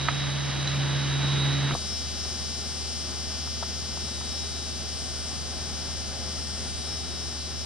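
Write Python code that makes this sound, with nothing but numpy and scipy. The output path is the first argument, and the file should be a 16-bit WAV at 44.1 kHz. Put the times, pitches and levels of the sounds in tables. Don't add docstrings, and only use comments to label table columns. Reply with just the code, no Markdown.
import sys
import numpy as np
from scipy import signal
from scipy.fft import rfft, irfft, next_fast_len
from scipy.io import wavfile
from scipy.ndimage import uniform_filter1d

SR = 44100
rng = np.random.default_rng(int(sys.argv[2]) if len(sys.argv) > 2 else 0)


def digitize_waveform(pressure):
    field = np.atleast_2d(pressure).T
    bounded = np.clip(field, -1, 1)
    quanta = np.round(bounded * 32767).astype(np.int16)
    wavfile.write(sys.argv[1], SR, quanta)


N = 337365
TIME = np.arange(N) / SR
FREQS = np.maximum(np.arange(N // 2 + 1) * SR / N, 1)
CUT_S = 1.744
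HEAD_HZ = 300
TOP_HZ = 15200


def undb(db):
    return 10 ** (np.asarray(db) / 20)


def curves(rows):
    seconds, *columns = np.transpose(rows)
    return [np.interp(TIME, seconds, column) for column in columns]


def spectra(rows, hz=FREQS):
    points, *columns = np.transpose(rows)
    return [np.interp(np.log(hz), np.log(points), column) for column in columns]


def colour(x, gain):
    size = next_fast_len(N)
    hz = np.arange(size // 2 + 1) * SR / size
    return irfft(rfft(x, size) * np.interp(hz, FREQS, gain), size)[:N]


def noise():
    return rng.standard_normal(N) * np.sqrt(SR / 2)


def walk(rate):
    k = max(int(SR / rate), 1)
    held = np.repeat(rng.standard_normal(N // k + 2), k)
    steps = uniform_filter1d(held, k)
    return uniform_filter1d(steps, k)[:N] / np.std(steps)


def tone(hz, db, waver=0):
    phase = 2 * np.pi * (np.cumsum(hz + np.zeros(N)) / SR + rng.random())
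    return np.sqrt(2) * undb(db) * np.sin(phase + waver)


def decay(t, t60):
    return np.exp(-np.log(1000) * t / t60)


def burst(t, low_hz, high_hz, t60):
    edges = np.clip([low_hz, high_hz], 20, .45 * SR)
    band = signal.butter(4, edges, "band", fs=SR, output="sos")
    grit = signal.sosfilt(band, rng.standard_normal(len(t)))
    return grit / np.std(grit) * decay(t, t60)


def add(out, x, s, db, pan_db):
    start = int(s * SR)
    sides_db = np.array([[pan_db], [-pan_db]]) / 2
    out[:, start:start + len(x)] += x * undb(db + sides_db)


def place(x, pan_db, lead_ms):
    late = np.interp(TIME - lead_ms / 1000, TIME, x)
    return np.array([x * undb(pan_db / 2), late * undb(-pan_db / 2)])


# frequency in Hz, spectral level common to both ears in dB,
# spectral level differing between the ears in dB, both before swell and trim.
RUSH_WIDE = [(20, -88, -82), (55, -72.5, -68), (108, -61.5, -63), (286, -66, -66.5), (423, -71, -77.5),
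             (1115, -69.5, -77.5), (1830, -69, -89), (2520, -73, -96), (2970, -71.5, -94),
             (3950, -75.5, -87), (4400, -81.5, -106), (5200, -85, -101), (9050, -108, -108),
             (12800, -125, -125)]
RUSH_CLOSE = [(18, -95, -93), (49.7, -68.5, -65), (100, -69.5, -64), (261, -71, -71), (310, -77, -73.5),
              (363, -71, -75), (435, -77, -77.5), (828, -74.5, -85.5), (880, -82, -83.5),
              (1310, -78.5, -85), (2400, -86, -92), (3550, -86.5, -81), (7960, -108, -108),
              (10800, -125, -125)]


def rush(table, swell_db, flutter_db):
    mid_db, side_db = spectra(table)
    strength = undb(swell_db - np.mean(swell_db) + flutter_db * walk(25))
    jet = colour(noise(), undb(mid_db)) * strength
    air = colour(noise(), undb(side_db))
    return np.array([jet + air, jet - air])


def low_hum(partials, lead_ms):
    return place(partials, pan_db=-2.0, lead_ms=lead_ms)


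# centre time
# in seconds, spread in seconds, # peak level in dB per Hz, centre frequency in Hz, width in Hz.
SWISHES = [(1.32, 0.075, -85, 6100, 497), (1.70, 0.058, -60, 290, 170), (1.75, 0.018, -58, 35, 30),
           (1.757, .014, -69, 520, 420), (4.35, .22, -68, 5622, 10), (4.85, 0.073, -75, 640, 160),
           (5.1, .15, -68, 38, 15), (5.55, .06, -70, 720, 120), (6.0, 0.28, -69, 45, 20),
           (6.2, .16, -73.5, 650, 200), (6.78, .12, -78, 4630, 80), (6.9, .22, -64, 5700, 10),
           (7.40, .025, -80, 4100, 600), (7.41, .03, -76, 5400, 250), (7.44, .05, -60, 4045, 25),
           (7.5, .06, -68, 5179, 16)]


def swishes():
    total = 0
    for s, spread_s, db, hz, width_hz in SWISHES:
        band = colour(noise(), np.exp(-((FREQS - hz) / width_hz) ** 2))
        total = total + band * undb(db) * np.exp(-((TIME - s) / spread_s) ** 2)
    return total


# start in seconds, level in dB, low
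# edge in Hz, high edge in Hz, # t60 in seconds, left minus right in dB.
CLICKS = [(0.0844, -24.5, 2600, 4400, 0.025, -2), (0.2505, -27, 2950, 3300, 0.033, -2),
          (0.675, -37, 4700, 6650, 0.022, 0), (0.959, -28, 3900, 4250, .022, -2),
          (1.7425, -34, 3000, 14000, 0.0051, -2), (2.2194, -36, 5100, 5700, .02, 0),
          (2.4508, -27.5, 5300, 6500, 0.024, 2), (3.6295, -32, 3350, 3900, .024, 0),
          (3.6300, -38, 4850, 5100, .025, 0)]
# frequency in Hz, relative level in dB, t60 in seconds.
PING_MODES = [(3990, 0, 0.042), (5790, -16, .035), (6130, -14, 0.031)]
PING_S, PING_DB, PING_PAN_DB = 0.6748, -20, -5


def ticks(rise_s):
    out = np.zeros((2, N))
    t = TIME[:SR // 5]
    for s, db, low_hz, high_hz, t60, pan_db in CLICKS:
        add(out, burst(t, low_hz, high_hz, t60), s, db, pan_db)
    ping = sum(undb(db) * np.sin(2 * np.pi * hz * t) * decay(t, t60) for hz, db, t60 in PING_MODES)
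    add(out, ping * (1 - np.exp(-t / rise_s)), PING_S, PING_DB, PING_PAN_DB)
    return out


# frequency in Hz, relative level in dB, t60 in seconds.
BODY_MODES = [(470, -6, .025), (682, -3, 0.03), (945, -3.5, 0.023), (1290, -0.5, 0.025), (1570, -12, 0.021),
              (2120, -3, 0.016), (2800, -5, .016), (3950, 9, 0.021)]
# start in seconds, level in dB, pitch the contact favours in Hz,
# spread in octaves, left minus right in dB.
KNOCKS = [(0.0847, -11.5, 1250, 0.97, -7.5), (0.0872, -24, 1400, 0.94, -1), (1.709, -21, 1300, 1.1, -3),
          (1.75, -16.5, 790, 0.64, 4), (3.474, -32, 1050, 0.56, 0), (3.6258, -23, 790, 0.6, 9),
          (3.6302, -24.5, 1200, 0.58, -2), (3.9724, -33, 850, 0.65, 0), (4.2104, -31.5, 890, 0.53, 0)]


def knocks(crack_db, crack_t60, rise_s):
    out = np.zeros((2, N))
    t = TIME[:SR // 5]
    for s, db, bright_hz, octaves, pan_db in KNOCKS:
        ring = 0
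        for k, (hz, mode_db, t60) in enumerate(BODY_MODES):
            favour = np.exp(-(np.log2(hz / bright_hz) / octaves) ** 2)
            sign = (-1) ** k
            ring = ring + sign * undb(mode_db) * favour * np.sin(2 * np.pi * hz * t) * decay(t, t60)
        crack = burst(t, bright_hz / 2 ** octaves, bright_hz * 2 ** octaves, crack_t60)
        knock = (ring + undb(crack_db) * crack) * (1 - np.exp(-t / rise_s))
        add(out, knock, s, db, pan_db)
    return out


# frequency in Hz, wide-shot spectral level in dB,
# close-shot spectral level in dB, both before trim.
TAPE = [(1500, -104, -104), (3000, -93, -95), (4150, -88, -92), (4470, -87, -81.5), (5020, -96, -92),
        (5170, -99, -83.5), (6590, -80, -82), (7200, -90.5, -88.5), (8740, -87.5, -80), (9420, -88.5, -95),
        (10600, -94, -103), (11100, -91, -83), (11560, -108, -95), (12500, -112, -112), (14960, -108, -111)]


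def tape_rub(db, slap_share, ring_share, count=2400):
    gate = 1 + slap_share * np.exp(-(TIME * HEAD_HZ % 1) / 0.18)
    hiss = noise() * gate / np.sqrt(np.mean(gate ** 2))
    lines = np.zeros(len(FREQS), complex)
    where = (rng.uniform(2500, 12500, count) * N / SR).astype(int)
    lines[where] = rng.random(count) ** 3 * np.exp(2j * np.pi * rng.random(count))
    ring = irfft(lines, N)
    ring *= np.sqrt(SR / 2) / np.std(ring)
    rub = hiss + ring_share * ring * gate / np.mean(gate)
    return colour(rub, undb(db)) / np.hypot(1, ring_share)


# frequency in Hz, wide-shot level in dB,
# close-shot level in dB, both before shimmer and trim.
BEARINGS = [(2326, -58, -69), (3025, -55.5, -72), (3578, -54, -65), (4024, -62, -58), (4058, -52, -56.5),
            (4470, -70, -66), (4590, -60, -66), (4630, -58, -65), (4651, -65, -60), (4670, -58, -70),
            (4828, -68, -59), (4949, -60, -65.5), (5300, -72, -72), (5257, -63, -54.5), (5316, -72, -60),
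            (5374, -67, -56), (5570, -72, -66), (5560, -72, -60), (5600, -63, -59), (5800, -64, -65),
            (5813, -57, -66), (5890, -66, -58), (5880, -68, -66), (5938, -55, -62), (6163, -61, -57),
            (6130, -59, -57), (6230, -57, -59.5), (6357, -63, -67), (6360, -61, -62), (6500, -56, -62),
            (6610, -66, -58.5), (6707, -61, -67), (6748, -64, -60), (7698, -70, -60), (8000, -66, -60),
            (8200, -60, -52.5), (8140, -66, -56), (8300, -70, -66), (8390, -57, -52.5), (8480, -58, -52),
            (8630, -69, -64), (8870, -66, -58), (11500, -78, -62.5)]


def bearings(tones, shimmer_db, waver, count=14):
    total = 0
    for k in range(count):
        shimmer = undb(shimmer_db * walk(9))
        bend = waver * walk(14)
        total = total + shimmer * sum(tone(hz, db, bend) for hz, db in tones[k::count])
    return total


# frequency in Hz, level of a harmonic there in dB before wander and trim.
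BUZZ_WIDE = [(300, -53.5), (600, -47), (900, -68.5), (1800, -57), (2700, -52.5), (3000, -46), (3600, -50),
             (4200, -59), (4800, -47), (5100, -55.5), (5400, -49), (6600, -58.5), (7200, -65), (8400, -71),
             (11400, -84), (13000, -100)]
BUZZ_CLOSE = [(300, -96), (900, -68.5), (1800, -62), (2700, -57), (3000, -52), (3600, -52.5), (4200, -57),
              (4500, -46.5), (4800, -44.5), (5100, -46.5), (5400, -42), (5700, -54.5), (6600, -54),
              (7200, -65), (8400, -61), (9300, -80), (13000, -100)]


def head_buzz(table, uneven, scatter):
    period = SR // HEAD_HZ
    bins = np.maximum(np.arange(period // 2 + 1) * HEAD_HZ, 1)
    gain = undb(spectra(table, bins)[0])
    cepstrum = irfft(np.log(gain), period)
    cepstrum[period // 2 + 1:] = 0
    causal = np.exp(2j * rfft(cepstrum).imag)
    slap = irfft(gain * causal * (bins >= HEAD_HZ), period) * period / np.sqrt(2)
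    turn = np.arange(N // period + 1)
    force = 1 + uneven * (-1) ** turn + scatter * rng.standard_normal(len(turn))
    return np.outer(force, slap).ravel()[:N] * undb(0.36 * walk(8))


def resonate(x, hz, width_hz, swell_db):
    band = colour(x, np.exp(-((FREQS - hz) / width_hz) ** 2))
    return x + band * (undb(swell_db) - 1)


# centre time in seconds, change in dB.
THROBS = [(1.77, -6), (1.95, 4), (2.09, -4), (2.22, 2), (3.15, -1.5), (4.05, 2), (4.23, -6), (4.36, 4),
          (4.51, -2), (4.8, -3), (5.42, -5), (6.1, -5), (6.75, -5.5), (6.92, 5), (7.07, -0.5), (7.22, 3.5),
          (7.42, -1), (7.6, 3)]
THROB_SPREAD_S = 0.065


def throb_db():
    surges = sum(db * np.exp(-((TIME - s) / THROB_SPREAD_S) ** 2) for s, db in THROBS)
    return surges + 0.26 * walk(5.7) + 0.64 * walk(40)


# frequency in Hz, left minus right in dB,
# phase by which the left leads in radians.
PORTS_WIDE = [(300, 9, 3.5), (613, 3, 2.2), (1200, 20, 0.5), (2750, -2, -1), (4460, -12, 0.5),
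              (4680, 4, -1), (5380, 1, -0.5), (5470, 7, -2.5), (7400, -2.5, -2.5), (8500, 3.5, -2.5),
              (12300, -1.5, -3)]
PORTS_CLOSE = [(300, 0, -2.5), (2260, 2.5, 0.56), (4020, 4.5, -1), (4740, 3.5, -1.4), (5360, 5.5, -1),
               (5800, 6.5, -2), (7540, 3.5, -2.5), (8900, 5, -3), (10350, 5.5, -3), (11500, -0.5, -3),
               (11260, -0.5, -2.5), (11800, 1, -3)]


def through_body(x, ports):
    pan_db, lead = spectra(ports)
    left = colour(x, undb(pan_db / 2))
    right = colour(x, undb(-pan_db / 2) * np.exp(-1j * lead))
    return np.array([left, right])


WIDE_THROB_HZ, WIDE_THROB_DB, WIDE_THROB_S = 3.7, 2.5, 0.2


def wide_drive():
    drive = head_buzz(BUZZ_WIDE, uneven=0.052, scatter=0.17)
    drive = drive + tape_rub(spectra(TAPE)[0] + 1.9, slap_share=0.52, ring_share=2.2)
    drive = drive + bearings([(hz, db) for hz, db, _ in BEARINGS], shimmer_db=2.0, waver=0.18)
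    beat_db = WIDE_THROB_DB * np.cos(2 * np.pi * WIDE_THROB_HZ * (TIME - WIDE_THROB_S))
    drive = resonate(drive, hz=5400, width_hz=73, swell_db=0.7 + beat_db)
    return through_body(drive, PORTS_WIDE) * undb(-0.5)


# time in seconds, level in dB, of which only the changes count.
SIZZLE = [(1.8, -55.5), (2.15, -59.5), (2.8, -55.5), (3.72, -60), (4.27, -54.5), (4.87, -58), (5.0, -52.5),
          (6.06, -57.5), (6.63, -53), (7.52, -57), (7.55, -62), (7.6, -57)]
DRIVE_FADE_DB_PER_S = 0.33


def close_drive():
    drive = head_buzz(BUZZ_CLOSE, uneven=0.02, scatter=0.068)
    drive = drive + tape_rub(spectra(TAPE)[1] + 0.29, slap_share=0.31, ring_share=3.1)
    drive = drive + bearings([(hz, db) for hz, _, db in BEARINGS], shimmer_db=1.6, waver=0.19)
    sizzle_db = curves(SIZZLE)[0]
    drive = resonate(drive, hz=8250, width_hz=650, swell_db=0.9 * (sizzle_db - np.mean(sizzle_db)))
    drive = resonate(drive, hz=5400, width_hz=22, swell_db=1.0 + throb_db())
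    drive = drive * undb(0.76 - DRIVE_FADE_DB_PER_S * (TIME - CUT_S))
    return through_body(drive, PORTS_CLOSE)


# frequency in Hz, relative level in dB.
TURBINE = [(3128, -20), (3505, -12.5), (3725, -9), (3822, 2), (4028, -10), (4048, -11), (4091, -21)]


def turbine(db, shimmer_db, waver):
    partials = 0
    for hz, partial_db in TURBINE:
        level_db = db + partial_db + shimmer_db * walk(30)
        partials = partials + tone(hz, level_db, waver * walk(25.56))
    return partials


def main_rotor(blade_hz, db, thump_hz, width_hz):
    since_s = ((TIME * blade_hz) % 1 - .5) / blade_hz
    envelope = np.exp(-(np.pi * width_hz * since_s) ** 2)
    thumps = envelope * np.sin(2 * np.pi * thump_hz * since_s)
    return undb(db + 0.5 * walk(17)) * thumps / np.std(thumps)


# multiple of the blade rate, relative level in dB.
TAIL_WIDE = [(1, -26), (2, 1), (3, -19), (4, -16.5), (5, -18.5)]
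TAIL_CLOSE = [(1, -67), (2, -59), (3, -56), (5, -63), (6, -62.5)]


def tail_rotor(blade_hz, db, orders, unsteady_db):
    harmonics = 0
    for k, order_db in orders:
        level_db = db + order_db + unsteady_db * walk(16)
        harmonics = harmonics + tone(k * blade_hz, level_db, 0.08 * walk(17))
    return harmonics


# time in seconds, reference level of its harmonics in dB.
HUM = [(0.0, -33), (0.094, -32.5), (0.36, -33.5), (0.6, -31.5), (0.83, -29), (1.15, -29.5), (1.28, -27),
       (1.408, -25.5), (1.72, -29)]
# time in seconds, reference level of its partials in dB.
WHINE_WIDE = [(0.05, -41), (0.48, -45), (0.9, -43), (1.15, -39.5), (1.47, -36.5), (1.72, -41.5)]
TAIL_BLADE_HZ = 69.6
HUM_RUSH_SHARE = 0.33


def wide_shot():
    hum_db, whine_db = curves(HUM)[0], curves(WHINE_WIDE)[0]
    exhaust = rush(RUSH_WIDE, HUM_RUSH_SHARE * hum_db, flutter_db=0.63) * undb([[-1.7], [.1]])
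    hum = low_hum(tone(75.5, -40.5 + .4 * walk(10.0)), lead_ms=2.5)
    whine = place(turbine(whine_db, shimmer_db=1.6, waver=.3), pan_db=-4.5, lead_ms=0)
    tail = tail_rotor(TAIL_BLADE_HZ, hum_db, TAIL_WIDE, unsteady_db=1.0)
    rotor = place(tail, pan_db=-0.8, lead_ms=0.68)
    return exhaust + hum + wide_drive() + whine + rotor


# time in seconds, level in dB, of which only the changes count.
RUSH_LEVEL = [(1.8, -51.5), (4.3, -51), (6.15, -50.5), (7.6, -51.5)]
# time in seconds, reference level of its partials in dB.
WHINE_CLOSE = [(1.78, -49.5), (2.45, -54.5), (2.9, -60), (3.9, -58), (4.15, -50.5), (4.6, -50), (5.0, -58),
               (5.8, -57), (6.5, -66), (6.75, -52), (7.15, -52), (7.35, -57), (7.6, -56)]


def close_shot():
    rush_db, whine_db = curves(RUSH_LEVEL)[0], curves(WHINE_CLOSE)[0]
    exhaust = rush(RUSH_CLOSE, rush_db, flutter_db=0.92) * undb(-0.7)
    hum_partials = tone(75.3, -39.3 + 0.19 * walk(6), 0.065 * walk(6.9)) + tone(150.6, -57)
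    hum = low_hum(hum_partials, lead_ms=1.84)
    whine = place(turbine(whine_db, shimmer_db=1.2, waver=.2), pan_db=4, lead_ms=.03)
    thumps = main_rotor(blade_hz=13.73, db=-54.5, thump_hz=231.5, width_hz=31)
    rotors = tail_rotor(68.5, 0, TAIL_CLOSE, unsteady_db=1.5) + thumps
    return exhaust + hum + close_drive() + whine + rotors


def scene():
    handling = knocks(crack_db=-11.0, crack_t60=0.044, rise_s=0.00058)
    handling = handling + ticks(rise_s=0.00065) + swishes()
    return np.where(TIME < CUT_S, wide_shot(), close_shot()) + handling


def record(dry):
    low_pass = signal.ellip(8, .2, 70, TOP_HZ, fs=SR, output="sos")
    return signal.sosfilt(low_pass, dry)


dry = scene()
out = record(dry)
digitize_waveform(out)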